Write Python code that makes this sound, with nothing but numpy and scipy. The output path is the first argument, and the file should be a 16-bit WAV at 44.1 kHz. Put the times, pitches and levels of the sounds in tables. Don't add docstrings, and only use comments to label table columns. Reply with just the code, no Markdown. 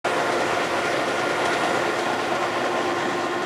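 import sys
import numpy as np
from scipy import signal
from scipy.io import wavfile

SR = 44100
rng = np.random.default_rng(int(sys.argv[2]) if len(sys.argv) > 2 else 0)


def voltage_ratio(level):
    return 10 ** (np.asarray(level, float) / 20)


def generate_wav(sig):
    pcm = np.round(np.clip(np.atleast_2d(sig).T, -1, 1) * 32767).astype(np.int16)
    wavfile.write(sys.argv[1], SR, pcm)


N = 152145
CRANK_HZ, CRANK_ZERO_S = 13.35, 0.033
PUMP_HZ, PUMP_ZERO_S = 8.9, 0.079

CYLINDER_DB = [5.5, -4, 5, 2.5, -3, -3]


def rms_one(x):
    return x / np.sqrt(np.mean(x ** 2) + 1e-20)


def in_time(rows):
    s, db = np.transpose(rows)
    return np.interp(np.arange(N) / SR, s, db)


def drift(rate_hz):
    thinning = 40
    r = np.exp(-2 * thinning * np.pi * rate_hz / SR)
    white = rng.standard_normal(N // thinning + 2002)
    slow = signal.lfilter([1], [1, -2 * r, r * r], white)[2000:]
    return np.interp(np.arange(N) / thinning, np.arange(len(slow)), rms_one(slow - slow.mean()))


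def resonate(x, hz, width_hz):
    r = np.exp(-np.pi * width_hz / SR)
    zeros = np.array([1, 0, -1]) * (1 - r * r) / 2
    poles = [1, -2 * r * np.cos(2 * np.pi * hz / SR), r * r]
    return signal.lfilter(zeros, poles, x)


def band(x, low_hz, high_hz):
    sos = signal.butter(2, [low_hz, min(high_hz, 0.45 * SR)], "band", fs=SR, output="sos")
    return signal.sosfilt(sos, x)


def banded_noise(spectrum, shared_db, own_db, count=3):
    hz_at, db_at = np.transpose(spectrum)
    octaves = np.arange(0, np.log2(hz_at[-1] / hz_at[0]) + 1 / count, 1 / count)
    edges = hz_at[0] * 2 ** octaves
    white = rng.standard_normal((2, N + 4000))
    together = drift(9.2)
    out = 0
    for k, (low, high) in enumerate(zip(edges, edges[1:])):
        db = np.interp(np.log(low * high) / 2, np.log(hz_at), db_at)
        gain = voltage_ratio(db + shared_db * together + own_db * drift(6.2))
        out = out + gain * band(white[k % 2], low, high)[4000:]
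    return rms_one(out)


def heard_time():
    pitch_fall_per_s = -0.00035
    t = np.arange(N) / SR
    return t + pitch_fall_per_s * (t - t[-1] / 2) ** 2 / 2


def abeam(time, centre_s, spread_s):
    return np.exp(-((time - centre_s) / spread_s) ** 2)


def pump_throb(time):
    return np.cos(2 * np.pi * PUMP_HZ * (time - PUMP_ZERO_S))


def sine(hz, time):
    return np.sqrt(2) * np.sin(2 * np.pi * (hz * time + rng.random()))


def struck(age, db, rise_s, t60_s):
    return voltage_ratio(db - 60 * age / t60_s) * (1 - np.exp(-age / rise_s))


def hiss():
    # (frequency [Hz], density [dB per Hz])
    hiss_colour = [(5000, -6), (7500, -8), (9500, -1), (11000, -4), (13500, -9), (16000, -17)]
    t = np.arange(N) / SR
    trend_db = -1 * (t - t[-1] / 2)
    level_db = -57 + 2.5 * abeam(t, 2.0, 0.5) + trend_db
    return voltage_ratio(level_db) * banded_noise(hiss_colour, shared_db=0.1, own_db=0.2, count=7)


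def ground(x):
    # (frequency [Hz], width [Hz], share removed [1])
    ground_dips = [(390, 23, 0.32), (1600, 87, 0.28), (2270, 100, 0.17), (2960, 83, 0.19)]
    for hz, width_hz, share in ground_dips:
        x = x - share * resonate(x, hz, width_hz)
    return x


def yard(x):
    # (delay [s], level [dB])
    echo_paths = [
        (.023, -18),
        (.061, -7.5),
        (.118, -26),
    ]
    dull = band(x, 60, 4600)
    return x + sum(voltage_ratio(db) * np.roll(dull, int(s * SR)) for s, db in echo_paths)


def rolling_level(time):
    # (time [s], level [dB])
    roll_levels = [(0.08, -22), (0.11, -24), (0.23, -22), (0.4, -22.5), (0.68, -23.5), (1.76, -23),
                   (1.95, -24), (3.05, -25), (3.45, -27)]
    return in_time(roll_levels) + 0.77 * pump_throb(time)


def roar(roll_db, turns):
    # (frequency [Hz], density [dB per Hz])
    roar_colour = [(30, -20.5), (110, -9.5), (220, -15), (330, -4.5), (780, -3.5), (860, -6.5),
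                   (1800, -11.5), (6500, -29.5)]
    level_db = roll_db - 2 + 0.15 * np.cos(2 * np.pi * turns)
    return voltage_ratio(level_db) * banded_noise(roar_colour, shared_db=0.26, own_db=1.24)


def thuds():
    # (time [s], mode frequency [Hz], level [dB])
    frame_blows = [(.17, 480, -29), (.5, 720, -30), (.61, 520, -28), (.715, 700, -30), (1.08, 345, -29),
                   (1.62, 715, -26), (1.76, 350, -30), (1.885, 330, -27), (1.97, 770, -30),
                   (2.325, 740, -26), (2.53, 715, -30), (2.75, 730, -30), (2.8, 340, -30), (2.96, 345, -28),
                   (3.02, 335, -29), (3.25, 320, -30), (3.4, 345, -28)]
    width_hz, rattle_db = 94, -4
    t, white, out = np.arange(N) / SR, rng.standard_normal(N), 0
    for s, hz, db in frame_blows:
        age = np.maximum(t - s, 0)
        mode = np.sin(2 * np.pi * hz * age)
        rattle = rms_one(resonate(resonate(white, hz, width_hz), hz, 2 * width_hz))
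        out = out + struck(age, db, rise_s=0.007, t60_s=0.38) * (mode + voltage_ratio(rattle_db) * rattle)
    return out


def clanks():
    # (time [s], peak level [dB])
    clank_blows = [(0.2494, -30), (0.3194, -16), (0.4014, -17), (0.4694, -27), (0.545, -20),
                   (0.6394, -15.5), (0.7744, -20), (0.8506, -17), (0.9274, -21), (0.9624, -26),
                   (1.0053, -25), (1.0794, -16), (1.1889, -16), (1.2894, -19), (1.3894, -25), (1.4524, -12),
                   (1.529, -13.5), (1.5703, -30), (1.6337, -13.5), (1.69, -22), (1.7596, -21),
                   (1.8994, -20), (1.9854, -15), (2.1294, -17), (2.206, -27), (2.3494, -17), (2.4274, -28),
                   (2.5815, -21), (2.6441, -21), (2.7169, -26), (2.8155, -24), (2.9794, -21), (3.1081, -28),
                   (3.1823, -27), (3.2472, -21), (3.304, -26), (3.4194, -18.5)]
    # (time [s], frequency [Hz], level [dB], decay by 60 dB [s])
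    steel_rings = [
        (1.452, 9130, -37, .06),
        (1.455, 6500, -45, .05),
        (1.571, 3300, -32, .03),
    ]
    t, level, rings = np.arange(N) / SR, np.zeros(N), np.zeros(N)
    for s, db in clank_blows:
        age = np.maximum(t - s, 0)
        level += struck(age, db - 16, rise_s=0.0018, t60_s=0.18)
    for s, hz, db, t60_s in steel_rings:
        age = np.maximum(t - s, 0)
        rings += voltage_ratio(db - 60 * age / t60_s) * np.sin(2 * np.pi * hz * age)
    steel = signal.lfilter([1], [1, -0.75], rng.standard_normal(N))
    steel = band(band(steel, 900, 8350), 300, 10000)
    return rings + level * rms_one(steel)


def panels(time):
    # (frequency [Hz], width [Hz], level [dB], loudest time [s], spread [s])
    panel_modes = [(433, 9, -43, 1.6, 2), (540, 20, -42.5, .6, 1.5), (648, 10, -44, 2.2, 1),
                   (735, 10, -42, 1.6, 1.2), (781, 20, -41, 2.1, 1.2), (980, 14, -47, .6, 1.2),
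                   (1815, 12, -51, .8, 1)]
    throb_db = 4 * pump_throb(time)
    out = 0
    for hz, width_hz, db, s, spread_s in panel_modes:
        white = rng.standard_normal(N)
        song = rms_one(resonate(resonate(white, hz, 2 * width_hz), hz, width_hz))
        out = out + voltage_ratio(db + throb_db) * abeam(time, s, np.sqrt(2) * spread_s) * song
    return out


def hums(time):
    # (frequency [Hz], level [dB], trend [dB/s])
    hum_tones = [(80, -62, 0.5), (104.7, -57, 2), (129, -55, .5), (244, -50, .5), (293, -47, -.8),
                 (333, -45, 2), (1203, -51, 0.3), (1455.5, -47, 0), (1469, -48, -.5), (2471, -52.5, -1)]
    t = time - time[-1] / 2
    return sum(voltage_ratio(db + trend * t + 0.5 * drift(2.2)) * sine(hz, time) for hz, db, trend in hum_tones)


def clatter(turns):
    # (time [s], level [dB])
    hood_levels = [(0.08, -36), (0.12, -34.5), (0.23, -39), (0.45, -37), (1.53, -37), (2.34, -43),
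                   (3.18, -44.5), (3.45, -57)]
    # (frequency [Hz], density [dB per Hz])
    clatter_colour = [(1000, 5), (1500, -9.5), (2000, 2), (3450, -18), (4000, -16), (7000, -20),
                      (9900, -19.5), (15800, -61)]
    turn_db = 0.5 * np.cos(2 * np.pi * turns)
    fire_db = 0.9 * np.cos(2 * np.pi * len(CYLINDER_DB) * turns)
    level_db = in_time(hood_levels) + 1.5 + turn_db + fire_db
    return voltage_ratio(level_db) * banded_noise(clatter_colour, shared_db=0.5, own_db=1.4, count=5)


def fan_gear(time):
    # (multiple of mesh rate [1], level [dB])
    fan_harmonics = [(4, -44.5), (6, -52.5), (7, -54), (8, -59), (9, -66), (11, -67), (13, -69)]
    mesh_hz, wobble_db = 461.9, 2
    swell_db = 3.5 * abeam(time, 1.65, 0.25)
    out = 0
    for k, db in fan_harmonics:
        out = out + voltage_ratio(db + swell_db + wobble_db * drift(2.8)) * sine(k * mesh_hz, time)
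    return out


def blower(time, turns):
    # (multiple of mesh rate [1], level [dB], trend [dB/s], sideband [dB], swell abeam [dB])
    blower_harmonics = [(1, -36.3, 1.2, -5, -1), (2, -39, -2, -9, 1.5), (3, -39, 1.2, -5, -1),
                        (4, -42.5, -1, -3, 4.5), (5, -49.5, 1.5, -6, -.5), (6, -52, -1, -6, .5)]
    mesh_hz, wobble_db, haze_db = 350.9, 0.7, -14
    t = time - time[-1] / 2
    swell = abeam(time, 1.6, 0.41)
    out = 0
    for k, db, trend, side_db, swell_db in blower_harmonics:
        phase = 2 * np.pi * (k * mesh_hz * time + rng.random())
        side_phase = phase + 2 * np.pi * (turns + rng.random())
        sideband = voltage_ratio(side_db + wobble_db * drift(1.6)) * np.sin(side_phase)
        tone = np.sin(phase) + sideband
        haze = voltage_ratio(haze_db) * rms_one(resonate(rng.standard_normal(N), k * mesh_hz, 20))
        level_db = db + trend * t + swell_db * swell + wobble_db * drift(1.6)
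        out = out + voltage_ratio(level_db) * (np.sqrt(2) * tone + haze)
    return out


def exhaust(turns):
    # (frequency [Hz], width [Hz], level [dB], trend [dB/s])
    pipe_modes = [(103, 56, -11.5, 0.5), (188, 72, -5.5, 1), (256.6, 47, -1, 2.5), (295.6, 13, -4.5, 1.7),
                  (336, 47, -8.5, 2.5), (444, 88, -7.5, -4), (538, 58, 2.5, -2.6), (664, 75, -2.5, 2.7),
                  (759, 61, -1, 4), (1396, 91, -0.5, -3.2), (1936, 240, 0.5, 1), (3270, 310, -5.5, 1.5)]
    slip_s, jitter_db, air_db = 0.001114, 3.5, -2
    firing = np.floor(turns * len(CYLINDER_DB)).astype(int)
    at = np.flatnonzero(np.diff(firing)) + 1
    size, slip = rng.standard_normal((2, len(at)))
    puff_at = np.clip(at + (slip_s * SR * slip).astype(int), 0, N - 1)
    puffs = np.zeros(N)
    puffs[puff_at] = voltage_ratio(np.take(CYLINDER_DB, firing[at], mode="wrap") + jitter_db * size)
    gas = rms_one(puffs) + voltage_ratio(air_db) * rng.standard_normal(N)
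    t = (np.arange(N) - N / 2) / SR
    out = 0
    for k, (hz, width_hz, db, trend) in enumerate(pipe_modes):
        mode = resonate(resonate(gas, hz, width_hz), hz, 2 * width_hz) / np.sqrt(width_hz)
        out = out + voltage_ratio(db + trend * t) * (-1) ** k * mode
    return voltage_ratio(-33) * rms_one(out)


def scene():
    time = heard_time()
    turns = CRANK_HZ * (time - CRANK_ZERO_S)
    roll_db = rolling_level(time)
    engine = voltage_ratio(roll_db - roll_db.mean()) * exhaust(turns)
    over_ground = ground(yard(engine + clanks()) + roar(roll_db, turns) + clatter(turns))
    tones = blower(time, turns) + fan_gear(time) + hums(time)
    return (over_ground + tones + panels(time) + thuds())[None]


def top_cut(x):
    return signal.sosfilt(signal.butter(12, 15790, fs=SR, output="sos"), x)


def record(dry):
    x = dry + hiss()
    for cut_hz in (114, 55):
        x = signal.sosfilt(signal.butter(2, cut_hz, "high", fs=SR, output="sos"), x)
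    start_s, fade_s = 0.0426, 0.0059
    progress = np.clip((np.arange(N) / SR - start_s) / fade_s, 0, 1)
    fade = np.sin(np.pi / 2 * progress) ** 2
    return top_cut(x * fade)


dry = scene()
out = record(dry)
generate_wav(out)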